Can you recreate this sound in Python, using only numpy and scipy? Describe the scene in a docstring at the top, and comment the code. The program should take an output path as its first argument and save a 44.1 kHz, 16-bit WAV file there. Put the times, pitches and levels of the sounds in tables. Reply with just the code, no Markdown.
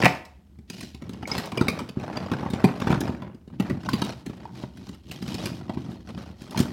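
"""Close by in a small room, a cabinet bangs once, in a quick rattle of hard blows.
Then a hand rummages through the toy monster trucks packed inside: rubber tyres thud on the panels,
plastic shells knock and click, die-cast parts ping, and the heap rubs, rustles and ticks as it shifts.
The knocks are heaviest in the middle, thin out, and end on a last hard cluster.
The cabinet's hollow and the room ring on behind them, over a faint low room tone."""
import sys
import numpy as np
from scipy import signal
from scipy.fft import rfft, irfft
from scipy.io import wavfile
from scipy.ndimage import uniform_filter1d

SR = 44100
rng = np.random.default_rng(int(sys.argv[2]) if len(sys.argv) > 2 else 0)


def materialize(psi):
    """Save the field psi as 16-bit PCM at rate SR to the path in sys.argv[1].

    A 1-D psi becomes a single channel; in a 2-D psi each row is a channel.
    """
    bounded = np.clip(np.atleast_2d(psi).T, -1, 1)
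    quanta = np.round(bounded * 32767).astype(np.int16)
    wavfile.write(sys.argv[1], SR, quanta)


N = 296352

# tone colour of plastic contacts: (frequency [Hz], level [dB])
PLASTIC = [(400, -4), (1000, 0), (1500, -4.5), (2300, -0.5), (3200, -5), (5000, -12), (6500, -17.5),
           (10000, -21.5), (16000, -26.5)]
# the hand shoves the heap, or the heap settles:
# (time [s], length [s], force [dB], rubbing [dB re force], scratching [dB re force])
SHOVES = [(0.0, 0.069, -31.5, -1, -8.5), (0.749, 0.077, -40, -13.5, -6.5),
          (1.06, 0.41, -38.5, -12.5, -23.5), (1.33, 0.071, -34.5, 2.5, -6.5), (1.561, .23, -33, -6.5, -20),
          (2.02, 0.45, -33, -6.5, -23), (2.301, 0.54, -36, -2, -17.5), (2.89, 0.17, -24.5, -9.5, -23.5),
          (3.122, 0.15, -36.5, -12.5, -42), (3.53, 0.024, -39, -15, -30), (3.65, 0.084, -27, -15, -30.5),
          (3.868, 0.22, -32.5, -8, -15), (4.27, 0.21, -41, -9.5, -22.5), (4.549, 0.078, -39, -10, -16),
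          (4.78, 0.13, -41, -12.5, -17), (5.101, 0.14, -38.5, -11.5, -12.5), (5.289, .21, -30.5, -11, -15),
          (5.532, 0.11, -36, -14, -24), (5.74, 0.2, -35.5, -15.5, -22.5), (6.109, 0.14, -35.5, -10.5, -19),
          (6.438, 0.11, -41, -10, -13.5), (6.571, 0.035, -29.5, -6.5, -16), (6.70, .02, -30.5, -11, -20)]

THUD_TOP_HZ, KNOCK_TOP_HZ, CLACK_TOP_HZ, RUB_TOP_HZ = 429, 1400, 4720, 2920
TYRE_SETTLE_T60_S, SLIDE_SETTLE_T60_S = 0.51, 0.44   # tyres wobble on longer than shells slide
RUMBLE_STIR_DB, RUB_STIR_DB, SCRATCH_STIR_DB = -55.5, -76.5, -83.5   # the heap never quite rests
AGE = np.arange(6000) / SR   # seconds since a hit


def trucks():
    """Trucks hit each other and the panels; die-cast parts ping in close pairs of modes that beat."""
    # hits in the heap: (time [s], thud level [dB], shell level [dB], hardness [dB per octave])
    contacts = [(0.251, -62, -62, 9.5), (0.587, -41, -61, 0), (0.699, -35, -38.5, 3.5),
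                (0.807, -43, -40, 2), (0.828, -36, -44.5, 0.5), (0.945, -37.5, -47, 1.5),
                (1.02, -37.5, -47, -2.5), (1.094, -32.5, -46.5, 2), (1.132, -43, -47, 0),
                (1.226, -33.5, -41, -5.5), (1.274, -58, -47.5, 6.5), (1.316, -31.5, -37.5, -3.5),
                (1.379, -27, -29.5, 0.5), (1.457, -37, -45, 4), (1.518, -31, -37, -3),
                (1.574, -26.5, -28.5, -3.5), (1.6105, -13, -28, -4), (1.682, -21.5, -23.5, -0.5),
                (1.789, -53, -33.5, -2.5), (1.806, -29.5, -50, -3), (1.889, -35, -41, -1.5),
                (1.97, -22, -69, -15), (1.997, -39, -44.5, -3.5), (2.17, -30, -33.5, -4),
                (2.316, -21.5, -34, -4), (2.335, -26, -36.5, -5), (2.428, -27.5, -52, -12.5),
                (2.459, -31, -47, -12), (2.501, -29, -44.5, 2.5), (2.534, -20, -36, -2.5),
                (2.641, -8.5, -25, -3.5), (2.8, -30, -38.5, -1), (2.818, -22.5, -34.5, -5),
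                (2.87, -17.5, -31.5, -5.5), (2.902, -15, -31, -5), (2.914, -19.5, -33, -3.5),
                (2.925, -20.5, -30, -6.5), (3.005, -29, -43, 7.5), (3.093, -22, -44.5, -6),
                (3.22, -31.5, -45, -4.5), (3.345, -39, -65, 3.5), (3.476, -39.5, -62.5, 0.5),
                (3.598, -16, -33, -2), (3.697, -21, -36, -3.5), (3.889, -29.5, -40, 4),
                (3.932, -17, -28.5, -1), (4.018, -23.5, -27.5, -2), (4.045, -32, -41.5, 4),
                (4.261, -30.5, -42, 0.5), (4.297, -29, -53, -0.5), (4.369, -48, -68, 5),
                (4.635, -28.5, -47.5, -7.5), (4.771, -62, -50.5, -0.5), (4.889, -35.5, -46, 0.5),
                (4.944, -59, -53.5, 0.5), (5.113, -39, -39.5, 1), (5.224, -27.5, -41.5, 1.5),
                (5.277, -42, -41, 2), (5.342, -29, -39, 4), (5.456, -25.5, -32, 2),
                (5.694, -26, -40.5, -6.5), (5.771, -24, -48, -7.5), (5.888, -32, -57, -8.5),
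                (6.417, -38, -49.5, 1.5), (6.508, -38, -51, 6.5), (6.574, -23, -30.5, 2.5),
                (6.59, -29.5, -32, 2.5), (6.601, -13.5, -35.5, 5.5)]
    # parts that ring on when struck: (time [s], pitch [Hz], level [dB], t60 [s])
    pings = [(1.255, 2210, -19, 0.014), (1.315, 5050, -16.5, 0.033), (1.316, 5900, -35, 0.067),
             (1.316, 2170, -31, 0.13), (1.58, 2345, -25, 0.068), (1.682, 2430, -32, 0.22),
             (1.683, 2230, -9.5, 0.021), (1.685, 4050, -45, 0.27), (2.169, 4710, -26, 0.034),
             (2.642, 4220, -41, 0.045), (2.822, 5200, -44, 0.068), (3.888, 1053, -9, 0.017),
             (3.889, 1520, -7, 0.008), (4.454, 922, -22, 0.026), (5.112, 2710, -25, 0.015),
             (5.456, 2390, -31.5, 0.077), (5.696, 920, -20.5, 0.021), (6.547, 924, -17.5, 0.025)]
    shell = shells(len(contacts), bite_s=.0035, crack_t60=.024,
                   rattle_db=-18, rattle_t60=.11, ring_db=-1, ring_t60=.018)
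    out = blows(contacts, shell, thud_db=-0.5, knock_db=-3.0, clack_db=-1.46, tick_db=-5.0)
    attack = 1 - np.exp(-AGE / 0.0005)
    for s, hz, db, t60 in pings:
        pair = ring(hz, t60) - .4 * ring(hz * rng.uniform(1.02, 1.06), t60)
        add(out, s, from_db(db) * pair * attack)
    return out


def cabinet_bang():
    """A quick rattle of hard blows, with the bright rap of thin panels."""
    # hits within the bang: (time [s], thud level [dB], shell level [dB], hardness [dB per octave])
    hits = [(0.024, -29, -19.5, 0), (0.035, -18.5, -18.5, -1), (0.046, -23, -18, 3.5),
            (0.055, -22, -9.5, 1.5), (0.061, -26, -13.5, -2.5)]
    shell = shells(len(hits), bite_s=.0008, crack_t60=.025,
                   rattle_db=-17, rattle_t60=.12, ring_db=-18, ring_t60=.01)
    rap = from_db(7) * band(shell, [1700, 2800], "band")
    return blows(hits, shell + rap, thud_db=2.5, knock_db=-2.0, clack_db=-1.0, tick_db=-19.5)


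def blows(hits, shell, thud_db, knock_db, clack_db, tick_db, tyre_lag_s=.001):
    """The shell sounds first, brighter for a harder hit; soft tyres thump the panels a moment later."""
    # cabinet panel modes: (pitch [Hz], level [dB], t60 [s])
    panel_modes = [(72, -23, .2), (108, -11.5, 0.16), (139, -7, 0.17), (168.7, -2, 0.077),
                   (207.5, 1, 0.087), (239.7, -1.5, 0.11), (278.2, 0.5, .055), (362.5, -6.5, 0.072),
                   (397.3, -8, 0.092)]
    times, thud, clack, hardness = np.transpose(hits)
    tilt_db = 1.75 * hardness   # knock, clack and tick lie 1.75 octaves apart
    knock, tick = clack - tilt_db, clack + tilt_db
    panels = np.array([from_db(db) * ring(hz, t60) for hz, db, t60 in panel_modes])
    # where a blow lands sets the sign and strength of each panel mode
    shape = (len(times), len(panel_modes))
    strengths = rng.uniform(.5, 1, shape) * np.sign(rng.random(shape) - .25)
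    thumps = at_level(band(strengths @ panels, [75, THUD_TOP_HZ], "band"), thud + thud_db, size=440)
    knocks = at_level(band(shell, [THUD_TOP_HZ, KNOCK_TOP_HZ], "band", order=3), knock + knock_db)
    clacks = at_level(band(shell, [KNOCK_TOP_HZ, CLACK_TOP_HZ], "band", order=3), clack + clack_db)
    ticks = at_level(band(shell, CLACK_TOP_HZ, "high", order=4), tick + tick_db)
    out = np.zeros(N)
    for s, contact, thump in zip(times, knocks + clacks + ticks, thumps):
        add(out, s - tyre_lag_s / 2, contact)
        add(out, s + tyre_lag_s / 2, thump)
    return out


def shells(count, bite_s, crack_t60, rattle_db, rattle_t60, ring_db, ring_t60):
    """Each contact bites within milliseconds, sets a shell ringing and rattles its loose neighbours."""
    shape = (count, len(AGE))
    crack = rng.standard_normal(shape) * (1 - np.exp(-AGE / bite_s)) * fade(crack_t60)
    rattle = rms_one(rng.standard_normal(shape) * (rng.random(shape) < 400 / SR))   # 400 clicks a second
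    force = crack + from_db(rattle_db) * rattle * fade(rattle_t60)
    bodies = np.array([shell_ring(ring_t60) for _ in range(count)])
    ringing = signal.fftconvolve(force, bodies, axes=1)[:, :len(AGE)]
    return colour(force + from_db(ring_db) * ringing, PLASTIC)


def shell_ring(t60, count=28, size=1500):
    """A toy's hollow shell: well damped modes at pitches of its own; unit energy."""
    pitches = np.geomspace(450, 14000, count) * 2 ** rng.uniform(-1 / 8, 1 / 8, count)
    modes = np.sin(2 * np.pi * np.outer(pitches, AGE[:size]))
    body = rng.standard_normal(count) @ modes * fade(t60, AGE[:size])
    return body / np.linalg.norm(body)


def shifting(rumble_db, rub_db, scratch_db):
    """Treads stumble over each other, shells jostle and edges scratch in clumps of tiny slips."""
    # tone colour of rubbing: (frequency [Hz], level [dB])
    friction = [(30, -43.5), (70, -1.5), (120, 3), (210, 3), (320, -2.5), (470, -15), (650, -13.5),
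                (950, -15.5), (1500, -19.5), (3000, -25.5), (5000, -26.5), (7000, -36), (16000, -47.5)]
    _, _, force, rubbing, scratching = np.transpose(SHOVES)
    rumble = motion(force, TYRE_SETTLE_T60_S, RUMBLE_STIR_DB)
    rub = motion(force + rubbing, SLIDE_SETTLE_T60_S, RUB_STIR_DB)
    scratch = motion(force + scratching, SLIDE_SETTLE_T60_S, SCRATCH_STIR_DB)
    stumbles = colour(grains(per_s=350, spread_db=1.0), friction)
    scrapes = grains(per_s=2200, spread_db=3.3) * stick_slip(depth_db=4.0)
    slips = colour(jostle(per_s=170, spread_db=3.0, t60=0.028) + from_db(-1.5) * scrapes, friction)
    return (from_db(rumble_db) * rumble * rms_one(band(stumbles, THUD_TOP_HZ, "low", order=4))
            + from_db(rub_db) * rub * rms_one(band(slips, [THUD_TOP_HZ, RUB_TOP_HZ], "band", order=3))
            + from_db(scratch_db) * scratch * rms_one(band(slips, RUB_TOP_HZ, "high", order=3)))


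def motion(levels_db, settle_t60, stir_db, rise_s=0.076):
    """How fast the heap moves: each shove rises, holds and settles, and the strongest one leads."""
    t, speed = np.arange(N) / SR, from_db(stir_db)
    for (start, length, *_), db in zip(SHOVES, levels_db):
        rise = np.clip(1 + (t - start) / rise_s, 0, 1)
        settle = fade(settle_t60, np.maximum(t - start - length, 0))
        speed = np.maximum(speed, from_db(db) * rise * settle)
    return speed


def jostle(per_s, spread_db, t60, count=80):
    """Small knocks at random moments, each on one of many toys; unit power."""
    toys = [shell_ring(t60) for _ in range(count)]
    knocks, out = grains(per_s, spread_db), np.zeros(N)
    for at in np.flatnonzero(knocks):
        add(out, at / SR, knocks[at] * toys[at % count])
    return rms_one(out)


def stick_slip(depth_db, per_s=45):
    """A gain that surges and stalls as surfaces catch and let go."""
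    turns_s = np.cumsum(rng.exponential(1 / per_s, 1000))
    surge = np.interp(np.arange(N) / SR, turns_s, rng.standard_normal(len(turns_s)))
    return rms_one(from_db(depth_db * surge))


def grains(per_s, spread_db):
    """Random tiny slips of uneven size; unit power."""
    slipping = rng.random(N) < per_s / SR
    sizes = np.minimum(-np.log(1 - rng.random(N)), 4)   # many small, a few large
    signs = np.sign(rng.random(N) - .5)
    return rms_one(slipping * from_db(spread_db * sizes) * signs)


def loose_parts(level_db=-55.5, tick_t60=0.012, low_hz=2200):
    """Axles and trim give dry, uneven ticks at random; even a gentle shove tips them over."""
    _, _, force, _, scratching = np.transpose(SHOVES)
    speed = motion(force + scratching, SLIDE_SETTLE_T60_S, SCRATCH_STIR_DB)
    swell = (speed / speed.max()) ** .65   # the ticks swing less widely than the scratching
    tick = rng.standard_normal(len(AGE)) * fade(tick_t60)
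    ticks = signal.oaconvolve(grains(per_s=45, spread_db=1.0), tick)[:N]
    return from_db(level_db) * swell * rms_one(band(colour(ticks, PLASTIC), low_hz, "high"))


def room(x, hollow_db, build_s=0.0063):
    """The cabinet's hollow rings and the room answers with a diffuse tail."""
    # modes of the cabinet's hollow: (pitch [Hz], level [dB], t60 [s])
    hollow_modes = [(388, 0, .2), (587, -4, .22), (659, -2, .26), (884, -2, .3), (1068, -4, .36),
                    (1398, -7, .36), (1850, -6, .27), (2162, -1, .27), (2377, -2, .27), (2615, -5, .3),
                    (2790, -5, .25), (5091, -8, .17)]
    # the room's decay: (frequency [Hz], t60 [s])
    decay = [(100, 0.24), (500, 0.48), (2000, 0.41), (6000, 0.32), (14000, 0.37)]
    age = np.arange(SR // 2) / SR
    edges_hz = np.geomspace(80, 18000, 9)
    tail = np.zeros(len(age))
    for lo, hi in zip(edges_hz, edges_hz[1:]):
        wash = band(rng.standard_normal(len(age)), [lo, hi], "band")
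        tail += wash * fade(at_hz(decay, np.sqrt(lo * hi)), age)
    tail = rms_one(tail * (1 - np.exp(-age / build_s)))
    hollow = sum(from_db(db) * ring(hz, t60, age) for hz, db, t60 in hollow_modes)
    response = tail + from_db(hollow_db) * rms_one(hollow)
    return signal.oaconvolve(x, response / np.sqrt(len(response)))[:N]


def room_tone(level_db=-53):
    """The still room: a low rumble under a faint hiss."""
    # tone colour of the air: (frequency [Hz], level [dB])
    air = [(15, -80), (25, -48), (58, -3.5), (80, 5), (102, -34.5), (217, -12.5), (326, -44), (394, -30.5),
           (607, -40), (16000, -54.5)]
    return from_db(level_db) * rms_one(colour(rng.standard_normal(N), air))


def from_db(db):
    """Decibels to gain."""
    return 10 ** (np.asarray(db) / 20)


def rms_one(x):
    """Scale to unit power."""
    return x / np.sqrt(np.mean(x ** 2) + 1e-20)


def at_level(sounds, db, size=220):
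    """Set the level of each row's loudest stretch of `size` samples."""
    power = uniform_filter1d(sounds ** 2, size, axis=1, mode="constant").max(axis=1)
    return sounds * (from_db(db) / np.sqrt(power))[:, None]


def at_hz(points, hz):
    """Read a table on a log-frequency axis."""
    f, value = np.transpose(points)
    return np.interp(np.log(np.maximum(hz, 1)), np.log(f), value)


def band(x, hz, kind, order=2):
    """Causal Butterworth filter."""
    return signal.sosfilt(signal.butter(order, hz, kind, fs=SR, output="sos"), x + 1e-18)


def colour(x, spectrum, size=4096):
    """Minimum-phase EQ, so that nothing sounds ahead of a hit."""
    gains = from_db(at_hz(spectrum, np.arange(size // 2 + 1) * SR / size))
    cepstrum = irfft(np.log(gains))
    cepstrum[1:size // 2] *= 2
    cepstrum[size // 2 + 1:] = 0
    response = np.array(irfft(np.exp(rfft(cepstrum))), ndmin=x.ndim)
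    return signal.oaconvolve(x, response, axes=-1)[..., :x.shape[-1]]


def fade(t60, age=AGE):
    """Exponential decay, 60 dB down after t60 seconds."""
    return np.exp(-np.log(1000) * age / t60)


def ring(hz, t60, age=AGE):
    """One struck mode."""
    return np.sin(2 * np.pi * hz * age) * fade(t60, age)


def add(track, s, sound):
    """Mix a sound in at time s."""
    at = max(round(s * SR), 0)
    track[at:at + len(sound)] += sound[:max(N - at, 0)]


def scene():
    """The bang and the toys sit up front, with a light reverb send and room tone beneath."""
    bang = cabinet_bang()
    toys = trucks() + shifting(rumble_db=-3.0, rub_db=-1.5, scratch_db=-0.5) + loose_parts()
    air = room_tone()
    wet = room(from_db(-12.5) * bang + from_db(-13.0) * toys, hollow_db=-20.5)
    return (bang + toys + wet + air)[None]


def record(dry, low_cut_hz=35, high_cut_hz=16200):
    """Peaks are rounded, the deepest bass and the top are cut."""
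    rounded = band(1.235 * np.tanh(dry / 1.183), low_cut_hz, "high")
    return signal.sosfilt(signal.ellip(10, .1, 80, high_cut_hz, fs=SR, output="sos"), rounded)


dry = scene()
out = record(dry)
materialize(out)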